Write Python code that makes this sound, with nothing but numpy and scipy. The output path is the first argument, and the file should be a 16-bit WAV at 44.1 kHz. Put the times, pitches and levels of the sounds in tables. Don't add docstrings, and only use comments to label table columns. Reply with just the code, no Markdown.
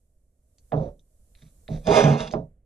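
import sys
import numpy as np
from scipy import signal
from scipy.fft import rfft, irfft, next_fast_len
from scipy.io import wavfile
from scipy.ndimage import uniform_filter1d

SR = 44100
rng = np.random.default_rng(int(sys.argv[2]) if len(sys.argv) > 2 else 0)


def to_wav(s):
    ch = np.atleast_2d(s).T
    pcm = np.round(np.clip(ch, -1, 1) * 32767)
    wavfile.write(sys.argv[1], SR, pcm.astype(np.int16))


N = 116865


def amp(db):
    return 10 ** (np.asarray(db) / 20)


def unit(x):
    return x / np.sqrt(np.mean(x ** 2) + 1e-20)


def read(points, hz):
    freqs, values = np.transpose(points)
    return np.interp(np.log(hz + 1), np.log(freqs + 1), values)


def add(mix, start_s, sound):
    part = mix[round(start_s * SR):][:len(sound)]
    part += sound[:len(part)]


def through(x, response):
    return signal.fftconvolve(np.atleast_2d(x), np.atleast_2d(response), axes=1)[:, :N]


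def colour(x, eq):
    log_gain = np.log(amp(read(eq, abs(np.fft.fftfreq(8192, 1 / SR)))))
    spectrum = np.exp(np.conj(signal.hilbert(log_gain)))
    return through(x, np.fft.ifft(spectrum).real[:4096])


def steady(x, span_s):
    power = uniform_filter1d((x ** 2).mean(0), int(span_s * SR))
    return x / np.sqrt(abs(power) + 1e-12)


def ring(modes, damping=1):
    t = np.arange(SR) / SR
    tones = sum(amp(db - 60 * t * damping / t60) * np.cos(2 * np.pi * hz * t) for hz, db, t60 in modes)
    return tones / np.linalg.norm(tones)


def body(force, modes, ring_db, damping=1):
    return force + amp(ring_db) * through(force, ring(modes, damping))


# freq_hz, coherence
PORT_COHERENCE = [(300, 1), (800, .99), (1500, .8), (4000, .65), (7000, .25), (14000, 0)]

def pair(noises):
    size = noises.shape[1]
    shared, separate = rfft(noises)
    alike = np.clip(read(PORT_COHERENCE, np.fft.rfftfreq(size, 1 / SR)), 0, 1)
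    return irfft([alike * shared + np.sqrt(1 - alike ** 2) * separate, shared], size)


# freq_hz, t60_s
ROOM_DECAY = [(100, 0.42), (300, 0.27), (700, 0.25), (2000, 0.17), (6000, 0.29), (14000, 0.098)]

def room(wet_db, decay_scale=1):
    hz, t, noise = signal.stft(pair(rng.choice([-1., 1.], (2, SR))), SR, nperseg=256)
    t60_s = decay_scale * read(ROOM_DECAY, hz)[:, None]
    tail = signal.istft(noise * amp(-60 * t / t60_s), SR, nperseg=256)[1]
    response = amp(wet_db) * tail / np.linalg.norm(tail[1])
    response[:, 0] += 1
    return response / np.linalg.norm(response[1])


# freq_hz, gain_db
HISS_EQ = [(800, -6.5), (2500, -15.5), (5000, -10.5), (7500, -1), (10000, -0.5), (12500, -5), (15000, -19)]
HUM_EQ = [(20, 4.5), (62, 4), (110, -7.5), (160, -15.5), (240, -16), (330, -23.5), (620, -19.5),
          (850, -38.5), (2000, -45), (5000, -65)]
# time_s, hiss_db, hum_db
ROOM_TONE_FADES = [(0, -81.5, -65), (.35, -84, -63.5), (.7, -70.5, -59), (.76, -78, -40.5),
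                   (.98, -78.5, -62.5), (1.4, -69, -56.5), (1.85, -66.5, -53.5), (2, -80, -76.5),
                   (2.45, -85, -53), (2.65, -94.5, -61)]

def room_tone():
    times, hiss_db, hum_db = np.transpose(ROOM_TONE_FADES)
    t = np.arange(N) / SR
    hiss = unit(colour(rng.standard_normal((2, N)), HISS_EQ))
    hum = unit(colour(pair(rng.standard_normal((2, N))), HUM_EQ))
    return amp(np.interp(t, times, hiss_db)) * hiss + amp(np.interp(t, times, hum_db)) * hum


def burst(hz, width_hz):
    t = np.arange(1, SR // 50) / SR
    envelope = t * np.exp(-np.pi * width_hz * t)
    return envelope / envelope.sum() * np.sin(2 * np.pi * hz * t)


# pitch_hz, flat_db, overhang_db
PLATE_MODES = [(1087, -11, -20), (1141, -11, -11), (1312, -14, -10), (1731, -18, -15), (2121, -17, -24),
               (2439, -10, -18), (2680, -18, -12), (2790, -17, -12), (3198, -17, -28), (3420, -14, -10),
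               (3785, -21, -12), (4160, -25, -17), (5076, -16, -20), (6325, -20, -20)]
# freq_hz, gain_db
EDGE_EQ = [(200, -6), (900, -9.5), (1800, 3.5), (4000, 0), (6300, 8), (7800, -3.5), (11000, -5.5),
           (15000, -46.5)]
# start_s, tick_db, tick_hz, tick_width_hz, ping_db, ping_hz
EDGE_HITS = [(.584, -36, 7500, 6000, -29.5, 4550), (0.72, -4, 1105, 1034, -19, 3600),
             (.776, -41, 5900, 600, -27.5, 3700), (.994, -41, 5950, 1200, -30.5, 3680),
             (1.351, -30.5, 2400, 1460, -21.5, 3950), (1.421, -30, 2000, 1200, -23, 3750),
             (1.680, -18, 1900, 1620, -11, 3880), (1.871, -12, 5000, 7000, -9.5, 3780),
             (2.043, -11, 3000, 4000, -2, 5880), (2.205, -13, 4800, 4000, -1.5, 3790),
             (2.275, -16, 4100, 2500, -35, 2800), (2.312, -16, 4100, 1800, -15, 6300),
             (2.325, -26, 8000, 9000, -12, 5000), (2.337, -17, 1410, 1200, -15, 1980)]

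def edge_clicks():
    level_db, ring_t60_s = 8, 0.045
    force = np.zeros(N)
    for start_s, tick_db, tick_hz, width_hz, ping_db, ping_hz in EDGE_HITS:
        tick = amp(tick_db) * burst(tick_hz, width_hz)
        ping = amp(ping_db) * burst(ping_hz, width_hz=480)
        add(force, start_s, tick + ping)
    modes = [(hz, flat_db, ring_t60_s) for hz, flat_db, _ in PLATE_MODES]
    clicks = colour(body(force, modes, ring_db=-16.5), EDGE_EQ)
    return amp(level_db) * through(clicks, room(wet_db=0, decay_scale=0.25))


def arch(length_s):
    return np.sin(np.pi * np.arange(0, 1, 1 / (length_s * SR))) ** .5


def slips(per_s, spread_db):
    size = amp(spread_db * np.minimum(rng.exponential(1, N), 3))
    return size * rng.choice([-1, 1], N) * (rng.random(N) < per_s / SR)


# freq_hz, gain_db
RUB_EQ = [(400, -23), (1000, -2), (2200, 2), (2950, -11), (3700, 4.5), (4900, -6.5), (5900, 1),
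          (7500, -15.5), (14000, -35)]
CHATTER_EQ = [(90, -34), (250, -7), (420, 0), (570, 5), (720, -5.5), (950, -20), (2000, -42.5),
              (4000, -60.5), (12000, -95.5)]
# start_s, length_s, rub_db, chatter_db
MAT_SLIDES = [(0.716, 0.18, -66.5, -35.5), (1.363, 0.13, -66.5, -81), (1.694, 0.092, -54.5, -42.5),
              (1.78, 0.082, -70, -69.5), (2.301, 0.052, -55.5, -42.5)]

def mat_slides():
    rub_gain, chatter_gain = np.zeros(N), np.zeros(N)
    for start_s, length_s, rub_db, chatter_db in MAT_SLIDES:
        add(rub_gain, start_s, amp(rub_db) * arch(length_s))
        add(chatter_gain, start_s, amp(chatter_db) * arch(length_s))
    rub = unit(colour(slips(per_s=1300, spread_db=3), RUB_EQ))
    chatter = steady(colour(slips(per_s=500, spread_db=-0.5), CHATTER_EQ), span_s=0.022)
    return through(rub_gain * rub + chatter_gain * chatter, room(wet_db=-5, decay_scale=0.82))


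def contact(brightness_hz):
    t = np.arange(1, SR // 20) / SR
    push = t ** 2 * np.exp(-2 * np.pi * brightness_hz * t * np.sqrt(2))
    return push / push.sum()


# pitch_hz, level_db, t60_s
TABLE_MODES = [(136, -4, .2), (153, -6, .25), (186, -6, .18), (229, 0, .4), (290, 2, .35), (345, -9, .15),
               (414, 7.5, .3), (455, -1, .2), (560, -1, .22), (635, 1, .24), (690, -3, .18), (777, -3, .25),
               (817, -4, .25), (934, 0, .25)]
# pitch_hz, level_db, t60_s
LEG_MODES = [(30.8, 7.5, 0.31), (62.6, 9, 0.22)]
# freq_hz, gain_db
WOOD_EQ = [(40, -37), (100, -11.5), (145, 2), (300, -9.5), (420, -8), (600, 5.5), (820, -6), (1100, -5.5),
           (1500, -10), (2300, -25.5), (4000, -23.5), (12000, -54)]
# start_s, thud_db, brightness_hz, rock_db
TABLE_HITS = [(.721, -15.5, 2163, -41), (.725, -11.5, 1430, -32.5), (.731, -4, 862, -45),
              (0.738, -6, 839, -24), (.771, -2, 397, -8), (0.777, -8, 232, -27), (.797, -13, 787, -12.5),
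              (0.819, -9, 265, -10.5), (.875, -32.5, 764, -9), (1.424, -18, 129, -31),
              (1.688, -15, 458, -16), (1.706, 0.5, 185.8, -13), (1.725, -14, 222.6, -5.5),
              (1.764, -19.5, 247, -5.5), (1.879, -2, 694, -4.5), (2.038, 8, 362, -10.5),
              (2.073, 9, 205, -18.5), (2.208, -17, 612, -9.5), (2.327, -18.5, 600, -32),
              (2.337, -8, 1900, -11.5), (2.342, -14.5, 1250, -17), (2.353, -4, 322, -30),
              (2.358, -15.5, 840, -32), (2.382, -23.5, 440, -13.5), (2.4, -12, 378, -21.5)]

def table_knocks():
    thud_gain, rock_gain = amp(22.5), amp(-18.5)
    force, shove = np.zeros(N), np.zeros(N)
    for start_s, thud_db, brightness_hz, rock_db in TABLE_HITS:
        add(force, start_s, amp(thud_db) * contact(brightness_hz))
        add(shove, start_s, amp(rock_db) * contact(brightness_hz=93))
    wood = colour(body(force, TABLE_MODES, ring_db=-10.5, damping=2.19), WOOD_EQ)
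    thud = through(wood, room(wet_db=8, decay_scale=0.69))
    legs = ring(LEG_MODES)
    return thud_gain * thud + rock_gain * through(shove, legs / legs.max())


def drift(rate_hz):
    points, control_hz = 4096, 1000
    lowpass = np.exp(-(np.fft.rfftfreq(points, 1 / control_hz) / rate_hz) ** 2)
    curve = unit(irfft(rfft(rng.standard_normal(points)) * lowpass))
    return np.interp(np.arange(N) / SR, np.arange(points) / control_hz, curve)


def rubbed(hz, wander_hz, flutter_db, rate_hz):
    cycles = np.cumsum(hz + wander_hz * drift(rate_hz)) / SR + rng.random()
    return unit(amp(flutter_db * drift(rate_hz)) * np.sin(2 * np.pi * cycles))


# start_s, length_s, pitch_hz, level_db
GROAN_NOTES = [(0.732, 0.027, 693, -25.5), (.775, 0.099, 531.5, -36), (0.842, 0.054, 574, -40),
               (1.884, 0.039, 416, -13), (1.936, 0.085, 622.6, -20), (1.962, 0.065, 409.3, -20),
               (2.025, 0.15, 146, -17), (2.027, .16, 229.9, -25), (2.335, 0.07, 642, -35),
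               (2.338, 0.018, 350, -21), (2.331, 0.083, 157.4, -27)]

def groans():
    t60_s = 0.036
    fall = amp(-60 / (t60_s * SR))
    mix = np.zeros(N)
    for start_s, length_s, hz, db in GROAN_NOTES:
        push = np.zeros(N)
        add(push, start_s, arch(length_s))
        swell = signal.lfilter([1 - fall], [1, -fall], push + 1e-12)
        mix += amp(db) * swell * rubbed(hz, wander_hz=5, flutter_db=1, rate_hz=40) / np.sqrt(2)
    return mix


def weak_modes():
    low_hz, high_hz, spread_db, t60_s = 890.6, 12366, 10.5, 0.25
    return [(low_hz + (high_hz - low_hz) * place ** 1.3, spread_db * size, t60_s)
            for place, size in rng.random((180, 2))]


def plate_ring():
    midpoint_s, crossfade_s = 2.09, 0.08
    overhang = np.clip((np.arange(N) / SR - midpoint_s) / crossfade_s + .5, 0, 1)
    mix = np.zeros(N)
    for hz, flat_db, overhang_db in PLATE_MODES:
        gain = amp(flat_db + (overhang_db - flat_db) * overhang)
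        mix += gain * rubbed(hz, wander_hz=4, flutter_db=4.5, rate_hz=30)
    return mix


# freq_hz, gain_db
JUDDER_EQ = [(25, -11), (60, -22), (90, -31), (115, -12), (145, 0), (230, -1), (320, -14), (700, -40),
             (6000, -110)]
GRIND_EQ = [(130, -13), (230, -4.5), (290, -3), (410, -5), (520, 3), (650, 2), (790, -3), (950, -5),
            (1400, -12.5), (3000, -46.5), (9000, -93)]
GRIT_EQ = [(500, -22), (1100, -2.5), (1600, -5.5), (2700, -9.5), (3000, -15.5), (8000, -45.5), (13000, -75)]
FIZZ_EQ = [(1500, -25.5), (2600, -12.5), (3000, -12.5), (3600, 5), (4400, 1.5), (6300, -0.5), (7800, -13),
           (9600, -11.5), (10500, -27.5), (13000, -27.5), (15000, -61)]
# time_s, bass_db, mid_db, upper_mid_db, treble_db
DRAG_FADES = [(1.83, -93, -64, -83, -82), (1.845, -46, -59, -85, -60.5), (1.874, -21.5, -25, -40.5, -42.5),
              (1.92, -22, -16, -34, -34), (1.943, -21, -19, -23.5, -32), (1.967, -23.5, -14, -25, -26.5),
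              (2.01, -26.5, -15, -24, -30.5), (2.03, -15, -22.5, -34, -34.5),
              (2.04, -19.5, -24.5, -26.5, -33), (2.064, -16.5, -16.5, -29.5, -39),
              (2.13, -22.5, -24.5, -38, -43), (2.168, -35.5, -26, -40.5, -49),
              (2.189, -37, -35, -43, -42.5), (2.208, -22, -30, -36, -41), (2.266, -39.5, -38, -50.5, -50),
              (2.279, -35, -42.5, -46, -45.5), (2.301, -31.5, -44.5, -76, -60),
              (2.31, -36, -59.5, -41, -56)]

def plate_drag():
    times, *faders = np.transpose(DRAG_FADES)
    t = np.arange(N) / SR
    bass, mid, upper_mid, treble = (amp(np.interp(t, times, db, left=-120, right=-120)) for db in faders)
    table = body(slips(per_s=300, spread_db=-1.5), TABLE_MODES, ring_db=-1.5)
    shake = through(table, room(wet_db=-11))
    plate = body(slips(per_s=2600, spread_db=3.5), weak_modes(), ring_db=-1)
    scratch = through(plate, room(wet_db=0.5, decay_scale=0.61))
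    judder = amp(-6) * bass * steady(colour(shake, JUDDER_EQ), span_s=0.02)
    grind = amp(-0.5) * mid * steady(colour(shake, GRIND_EQ), span_s=0.0076)
    grit = amp(-1) * upper_mid * steady(colour(scratch, GRIT_EQ), span_s=0.025)
    fizz = amp(-2.5) * treble * steady(colour(scratch, FIZZ_EQ), span_s=0.009)
    ringing = amp(1.5) * treble * plate_ring()
    return judder + grind + grit + fizz + ringing


def scene():
    return table_knocks() + edge_clicks() + plate_drag() + groans() + mat_slides() + room_tone()


# freq_hz, gain_db
LEFT_BALANCE = [(60, -2), (200, -3), (380, -5.5), (680, -13), (950, -6), (1400, -4), (2400, -2.5),
                (8000, -2), (12000, -7)]
# freq_hz, lead_rad
LEFT_LEAD = [(100, 0), (520, -.1), (800, 1.8), (1500, 1.8), (2800, .2), (4200, .1), (5200, -1.3),
             (8000, -1.5)]

def record(dry):
    size = next_fast_len(N + SR // 10)
    hz = np.fft.rfftfreq(size, 1 / SR)
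    left = amp(read(LEFT_BALANCE, hz)) * np.exp(1j * read(LEFT_LEAD, hz))
    ports = np.array([left, np.ones(len(hz))]) / np.sqrt((1 + abs(left) ** 2) / 2)
    heard = irfft(rfft(dry, size) * ports, size)[:, :N]
    lowpass = signal.firwin(255, cutoff=14800, window=("kaiser", 9), fs=SR)
    return signal.oaconvolve(heard, lowpass[None], "same")


dry = scene()
out = record(dry)
to_wav(out)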